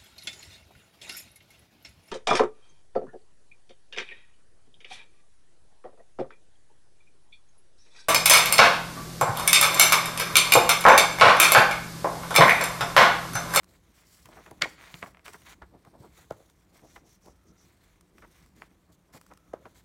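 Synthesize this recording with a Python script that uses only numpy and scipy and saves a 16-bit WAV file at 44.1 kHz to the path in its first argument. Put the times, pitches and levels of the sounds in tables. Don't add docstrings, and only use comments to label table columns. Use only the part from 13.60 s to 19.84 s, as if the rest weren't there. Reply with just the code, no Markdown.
import sys
import numpy as np
from scipy import signal
from scipy.fft import rfft, irfft
from scipy.io import wavfile
from scipy.ndimage import uniform_filter1d

SR = 44100
rng = np.random.default_rng(int(sys.argv[2]) if len(sys.argv) > 2 else 0)


def waveform_to_disk(signal):
    frames = np.transpose(np.atleast_2d(signal))
    scaled = np.clip(frames, -1, 1) * 32767
    samples = np.round(scaled).astype(np.int16)
    wavfile.write(sys.argv[1], SR, samples)


N = 275184
TIME = np.arange(N) / SR
SIZE = 8192
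LEAD_S = .012
LANDS_S = 1.0216


def undb(db):
    return 10 ** (np.asarray(db) / 20)


def unit(x):
    return x / np.sqrt(np.mean(x ** 2))


def colour(x, points, scale=1):
    f, db = np.transpose(points)
    log_hz = np.log(np.fft.rfftfreq(SIZE, 1 / SR) + 1)
    log_gain = np.interp(log_hz, np.log(f * scale), db) * np.log(10) / 20
    cepstrum = irfft(log_gain)
    cepstrum[1:SIZE // 2] *= 2
    cepstrum[SIZE // 2 + 1:] = 0
    impulse_response = irfft(np.exp(rfft(cepstrum)))
    return signal.oaconvolve(x, impulse_response)[:len(x)]


def resonate(x, hz, width_hz):
    return signal.lfilter(*signal.iirpeak(hz, hz / width_hz, fs=SR), x)


def grains(size, spread_db):
    strength = np.repeat(rng.standard_normal(size // 16 + 1), 16)[:size]
    return unit(rng.standard_normal(size) * undb(spread_db * strength))


def walk(rate_hz):
    k = int(SR / rate_hz)
    return uniform_filter1d(np.repeat(rng.standard_normal(N // k + 1), k), k)[:N]


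def add(out, s, x):
    i = int(s * SR)
    x, i = x[max(-i, 0):], max(i, 0)
    out[i:i + len(x)] += x[:max(N - i, 0)]


def swell(s, half_s):
    t = (np.arange(SIZE) - SIZE // 2) / SR
    return s + t[0], signal.windows.tukey(SIZE) / np.cosh(1.44 * t / half_s)


def strokes(rows):
    fastest_share, speed_law = 0.36, 0.58
    power = np.zeros(N)
    for start_s, length_s, db in rows:
        share = np.arange(0, length_s, 1 / SR) / length_s
        phase = np.interp(share, [0, fastest_share, 1], [0, np.pi / 2, np.pi])
        speed = np.abs(np.sin(phase))
        add(power, start_s, (undb(db) * speed ** speed_law) ** 2)
    return np.sqrt(power)


def air():
    # frequency in Hz, level in dB.
    air_spectrum = [(15, 1), (25, -3), (59, 7), (141, -8.5), (185, 3), (236, -16), (309, -7.5), (818, -16),
                    (1070, -18), (4870, -32), (6380, -33.5), (14800, -36.5), (16000, -51.5)]
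    return unit(colour(rng.standard_normal(N), air_spectrum)) * undb(-65.5)


def whine():
    # start in seconds, length in seconds.
    whine_spans = [(3.71, 0.37), (5.726, 0.35)]
    whine_db = -75.5
    tone = resonate(resonate(rng.standard_normal(N), 1334, 110), 1300, 110)
    return unit(tone) * strokes([(*span, whine_db) for span in whine_spans])


def quilt(paper):
    # frequency in Hz, level in dB.
    cloth_spectrum = [(24, -36), (40, -4.5), (70, -0.5), (108, -5.5), (183, -3), (214, -9), (302, -7.5),
                      (476, -20.5), (642, -23.5), (1200, -24), (1560, -50.5), (2640, -120)]
    cloth_db, effort_law, smoothing_s = -65, .3, 0.12
    effort = uniform_filter1d(np.abs(paper), int(smoothing_s * SR))
    shift = unit(np.abs(effort) ** effort_law)
    rustle = unit(colour(grains(N, 2.4), cloth_spectrum))
    return rustle * shift * undb(cloth_db + 2.6 * walk(25))


def thuds():
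    # start in seconds, swing amplitude before decay in dB, pitch in Hz.
    landings = [(.653, -45.5, 133), (1.026, -35.5, 156), (1.343, -38, 156), (1.43, -41, 181),
                (2.021, -43, 64.3), (2.150, -43.5, 197), (2.276, -43.5, 171), (2.403, -38.5, 125),
                (2.711, -34.5, 131.6), (5.547, -46, 130), (6.040, -50, 112)]
    decay_cycles = 1
    out, t = np.zeros(N), np.arange(SIZE) / SR
    for s, db, hz in landings:
        swing = np.sin(2 * np.pi * hz * t) * np.exp(-t * hz / decay_cycles)
        add(out, s, undb(db) * swing)
    return out


def friction():
    # start in seconds, length in seconds, peak hiss gain in dB, rub in dB re the hiss.
    slides = [(0.069, 0.12, -67.5, -3), (0.216, .14, -74.5, 0), (0.334, .12, -65.5, 1.5),
              (0.433, .30, -62, -7), (0.686, 0.24, -66, 4), (.87, 0.21, -71.5, 0.5),
              (1.008, .16, -60.5, 0.5), (1.168, 0.18, -63.5, 9.5), (1.288, .235, -58.5, -0.5),
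              (1.642, 0.071, -55.5, 0), (1.7, 0.084, -59.5, -4), (1.754, .13, -65.5, -1),
              (1.848, 0.1, -58, 5.5), (2.24, 0.1057, -78, -7), (2.374, .14, -69.5, 0),
              (2.493, 0.12, -71, -1), (2.544, .125, -62.5, -0.5), (2.64, .31, -71.5, -5.5),
              (3.124, .10, -65, -0.5), (3.229, 0.082, -72, -2), (3.289, .105, -63.5, -6.5),
              (3.457, .12, -67.5, -9.5), (3.61, 0.11, -73, -1), (3.946, 0.26, -73, 1.5),
              (4.193, .16, -73, 5), (4.539, .18, -71, -1), (4.69, .21, -68.5, 1.5), (4.946, .14, -70, 3.5),
              (5.315, 0.046, -71, -11), (5.526, .065, -58.5, 0), (5.58, .21, -74, -2), (5.79, 0.19, -84, 0),
              (6.01, .12, -74.5, 3), (6.144, .08, -65.5, -2)]
    grip_hiss_db, grip_rub_db, grip_wander_db = -78, -78, 1.5
    grip = undb(grip_wander_db * walk(4.2))
    hiss = strokes([(s, length_s, db) for s, length_s, db, rub_db in slides])
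    rub = strokes([(s, length_s, db + rub_db) for s, length_s, db, rub_db in slides])
    return np.hypot(hiss, undb(grip_hiss_db) * grip), np.hypot(rub, undb(grip_rub_db) * grip)


def scuffs():
    # time of the peak in seconds, rms level there in dB.
    catches = [(.0345, -53), (.044, -52.5), (.658, -48.5), (0.689, -57), (.912, -50), (1.012, -50),
               (1.659, -46.5), (1.681, -46), (1.735, -44.5), (1.82, -51), (2.251, -59.5), (2.432, -61.5),
               (2.723, -54.5), (2.9, -55.5), (3.661, -55.5), (4.411, -54.5), (4.585, -58), (4.862, -59.5),
               (4.965, -62.5), (5.614, -51.5), (5.666, -55), (5.737, -56), (5.775, -56.5)]
    half_s, ticks_per_s = 0.0015, 18
    # frequency in Hz, level in dB.
    grit = [(300, -14.0), (1200, 5.0), (2200, -4.0), (5000, -6.5), (9000, -6.0), (16000, -14.0)]
    out = np.zeros(N)
    for s, db in catches:
        start_s, envelope = swell(s, half_s)
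        add(out, start_s, undb(db) * envelope * unit(colour(grains(SIZE, 3.1), grit)))
    ticks = (rng.random(N) < ticks_per_s / SR) * (2 * rng.random(N) - 1)
    _, rub_gain = friction()
    return out + undb(19.0) * colour(ticks * rub_gain, grit)


def glance(x):
    lag_samples = SR * 0.00033 * np.exp(0.32 * walk(3.7))
    i = np.arange(N)
    return x + undb(-8.5) * np.interp(i - lag_samples, i, x)


def sliding():
    # frequency in Hz, level in dB.
    hiss_spectrum = [(1470, -36), (2500, -15), (2880, -9.5), (4240, -3), (4910, -6.5), (5780, -3),
                     (9660, -6.5), (10500, -8.5), (14800, -9), (16000, -14.5)]
    # frequency in Hz, level in dB.
    rub_spectrum = [(300, -15), (600, -4), (1100, -1), (2200, 0.5), (2900, -8), (3700, -7), (5000, -15.5),
                    (7000, -17.5), (10000, -36)]
    # start in seconds, length in seconds.
    skate_spans = [(3.23, 0.19), (3.442, .14), (3.615, .12), (3.865, 0.056), (3.968, 0.1)]
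    skate_db = -68
    gloss, fibres, skin = (grains(N, spread_db) for spread_db in (3.0, 4.5, 3))
    hiss_gain, rub_gain = friction()
    hiss = unit(glance(colour(gloss, hiss_spectrum))) * hiss_gain * undb(-0.27 + 2.3 * walk(90))
    rub = unit(colour(fibres, rub_spectrum)) * rub_gain * undb(-0.22 + 2.2 * walk(60))
    finger = unit(resonate(skin, 5856, 780)) * strokes([(*span, skate_db) for span in skate_spans])
    return hiss + rub + finger


def bend(s, hz, half_s):
    # multiple of the pitch, level in dB.
    bend_spectrum = [(.05, -14), (.25, 1), (.6, -1.5), (1.05, -1), (1.5, -9.5), (2.2, -23), (4, -35.5),
                     (12, -48.5)]
    start_s, envelope = swell(s, half_s)
    crowd = colour(grains(SIZE, 3.9), bend_spectrum, hz)
    return start_s, envelope * unit(crowd + .4 * resonate(crowd, hz * 0.59, hz / 7))


def flexes():
    # time of the peak in seconds, rms level there in dB, pitch in Hz.
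    clear_bends = [(.735, -57, 840), (.779, -46, 1312), (.796, -53, 950), (.879, -53, 1300),
                   (0.916, -54.5, 758), (1.478, -52.5, 1198), (2.148, -53.5, 700), (2.272, -55.5, 1090),
                   (2.352, -52, 828), (2.412, -57, 545), (2.450, -51.5, 890), (2.590, -58.5, 1130),
                   (3.138, -61.5, 657), (3.245, -53, 639.3), (3.678, -51.5, 698), (3.906, -59.5, 348.7),
                   (4.645, -51, 1392), (5.560, -51, 910), (5.720, -52, 1270)]
    half_cycles = 13.8
    stray_per_s, stray_mean_db, stray_centre_hz = 2, -64.5, 600
    stray = []
    for when, strength, pitch in rng.random((int(stray_per_s * N / SR), 3)):
        db = stray_mean_db + 6 * (strength - .5)
        stray.append((when * N / SR, db, stray_centre_hz * 2 ** (2 * pitch - 1)))
    out = np.zeros(N)
    for s, db, hz in [*clear_bends, *stray]:
        start_s, sound = bend(s, hz, half_cycles / hz)
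        add(out, start_s, undb(db) * sound)
    return out


def disperse(x, hz, cycles):
    f = np.fft.rfftfreq(len(x), 1 / SR)
    return irfft(rfft(x) * np.exp(-2j * np.pi * cycles * np.sqrt(f / hz)), len(x))


def buckle(hz, flutter_db, decay_s, tick_db, ring=None):
    # multiple of the pitch, level in dB.
    buckle_spectrum = [(.02, -33.5), (.1, -21), (.3, -6.5), (.6, -3.5), (1.1, -2.5), (1.45, -10), (2, -22),
                       (4, -32.5), (12, -53)]
    t = np.arange(SIZE) / SR - LEAD_S

    def burst(rise_s, fall_s):
        return np.exp(np.minimum(t / rise_s, -t / fall_s))

    click = signal.unit_impulse(SIZE, int(LEAD_S * SR))
    jump = disperse(colour(click, buckle_spectrum, hz), hz, cycles=2.6)
    if ring:
        jump = resonate(jump, hz, hz / ring) + undb(-13) * jump
        hz = hz * 1.95
    flutter = unit(colour(grains(SIZE, 0.76), buckle_spectrum, hz)) * burst(0.0023, decay_s)
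    tick = resonate(rng.standard_normal(SIZE) * burst(0.00077, 0.0012), 4700, 5400)
    jump = jump / np.abs(jump).max()
    tick = tick / np.abs(tick).max()
    return jump + undb(flutter_db - 0.5) * flutter + undb(tick_db - 3) * tick


def snaps():
    # time in seconds, jump peak in dB, pitch in Hz, flutter in dB re the peak (before a 0.5 dB cut).
    creases = [(0.658, -45, 3000, -8), (.690, -47, 805, -5), (.863, -41.5, 1980, -6),
               (.914, -36, 684, -14.5), (1.0556, -29, 815, -12.5), (1.3419, -27, 3170, -19.5),
               (1.4275, -21.5, 2000, -13.5), (1.461, -38, 1800, -11), (1.547, -41.5, 2020, -19.5),
               (1.571, -41, 2050, -19.5), (1.594, -43, 1990, -20), (1.663, -33, 2600, -13.5),
               (1.6814, -31.5, 2060, -14.5), (1.744, -39, 1510, -6), (2.021, -35.5, 1358, -7.5),
               (2.250, -50.5, 1600, -9), (2.724, -36.5, 797, -19), (2.803, -46, 708, -14.5),
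               (3.362, -40.5, 1895, -5), (4.582, -43.5, 2100, -16.5), (4.624, -43, 1750, -9.5),
               (5.0202, -30.5, 1810, -19.5), (5.714, -44.5, 1470, -10), (6.0552, -39, 1307, -6)]
    # time in seconds, jump peak in dB, edge tick in dB re the peak (before a 3 dB cut).
    panel_pops = [(2.708, -21.5, -14), (5.9357, -22.5, -20)]
    flutter_cycles, crease_tick_db = 14, -23
    settle_s, settle_ratio, settle_db = .012, .62, -5
    pop_hz, pop_flutter_db, pop_decay_s = 582, -20, .015
    out = np.zeros(N)
    for s, db, hz, flutter_db in creases:
        add(out, s - LEAD_S, undb(db) * buckle(hz, flutter_db, flutter_cycles / hz, crease_tick_db))
        start_s, sound = bend(s + settle_s, hz * settle_ratio, half_s=.008)
        add(out, start_s, undb(db + flutter_db + settle_db) * sound)
    for s, db, tick_db in panel_pops:
        add(out, s - LEAD_S, undb(db) * buckle(pop_hz, pop_flutter_db, pop_decay_s, tick_db, ring=2.2))
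    return out


def slap_force():
    touch_s, rise_s, force_db = 1.011, .0035, -24
    rattle_s, sag_db_per_s, release_s = .027, 231, 0.0017
    tail_db, tail_s = -14.5, 0.037
    t = TIME - LANDS_S
    attack = (1 - np.exp(-np.maximum(TIME - touch_s, 0) / rise_s)) ** 2
    hold = undb(-sag_db_per_s * np.abs(t))
    release = np.exp(-np.maximum(t - rattle_s, 0) / release_s)
    tail = undb(tail_db) * np.exp(-np.abs(t) / tail_s)
    return undb(force_db) * attack * np.hypot(hold * release, tail)


def slap():
    # frequency in Hz, level in dB.
    rattle_spectrum = [(88, -89.5), (150, -7.5), (391, -4.5), (624, -1), (805, -11.5), (1480, 3), (1760, 1),
                       (1900, 10.5), (2180, -7), (2360, -3), (2700, -11.5), (4490, -14), (7920, -21.5),
                       (9630, -78.5), (16000, -50)]
    # frequency in Hz, level in dB.
    crack_spectrum = [(500, -29), (1400, -8.5), (2100, 7), (2800, -11), (3400, 1.5), (4200, 0),
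                      (5000, -10.5), (8000, -19.5), (16000, -44.5)]
    # resonance in Hz, width in Hz, level in dB.
    panel_modes = [(1080, 30, -4.5), (1523, 21, -8), (1905, 24, -4), (2194, 61, 5.5), (2313, 52, -5.5)]

    def ring(x):
        return sum(undb(db) * resonate(x, hz, width_hz) for hz, width_hz, db in panel_modes)

    contact = grains(N // 4, 1.0)
    size = len(contact)
    blows = contact * slap_force()[:size]
    rattle = colour(blows, rattle_spectrum) / np.std(colour(contact, rattle_spectrum))
    ringing = ring(blows) / np.std(ring(contact))
    landing = np.exp(-np.abs(TIME[:size] - LANDS_S) / .0013)
    crack = colour(rng.standard_normal(size) * landing, crack_spectrum)
    crack = crack / np.abs(crack).max()
    sound = undb(-3.5) * rattle + undb(-7.0) * ringing + undb(-8.0) * crack
    return np.pad(sound, (0, N - size))


def room(x):
    # delay in seconds, level in dB.
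    reflections = [(.0009, -30), (.0029, -21.5), (.0062, -21.5)]
    t60_s, tail_start_s, tail_db = 0.43, .006, -17.0
    t = np.arange(SR // 2) / SR
    tail = rng.standard_normal(len(t)) * undb(-60 * t / t60_s) * (t > tail_start_s)
    tail = colour(tail, [(100, 1.5), (1000, -3), (4000, -6.5), (9000, 0.5), (16000, -1.5)])
    tail = tail / np.sqrt(np.sum(tail ** 2))
    out = x + undb(tail_db) * signal.fftconvolve(x, tail)[:N]
    for delay_s, db in reflections:
        add(out, delay_s, undb(db) * x)
    return out


def scene():
    background = air()
    paper = snaps() + scuffs() + slap() + sliding() + flexes()
    return (room(paper + thuds() + quilt(paper)) + whine() + background)[None]


def record(dry):
    bass_cut = signal.butter(4, 34, "high", fs=SR, output="sos")
    top_cut = signal.ellip(10, .2, 70, 16100, fs=SR, output="sos")
    return signal.sosfilt(top_cut, signal.sosfilt(bass_cut, dry))


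dry = scene()
out = record(dry)
waveform_to_disk(out)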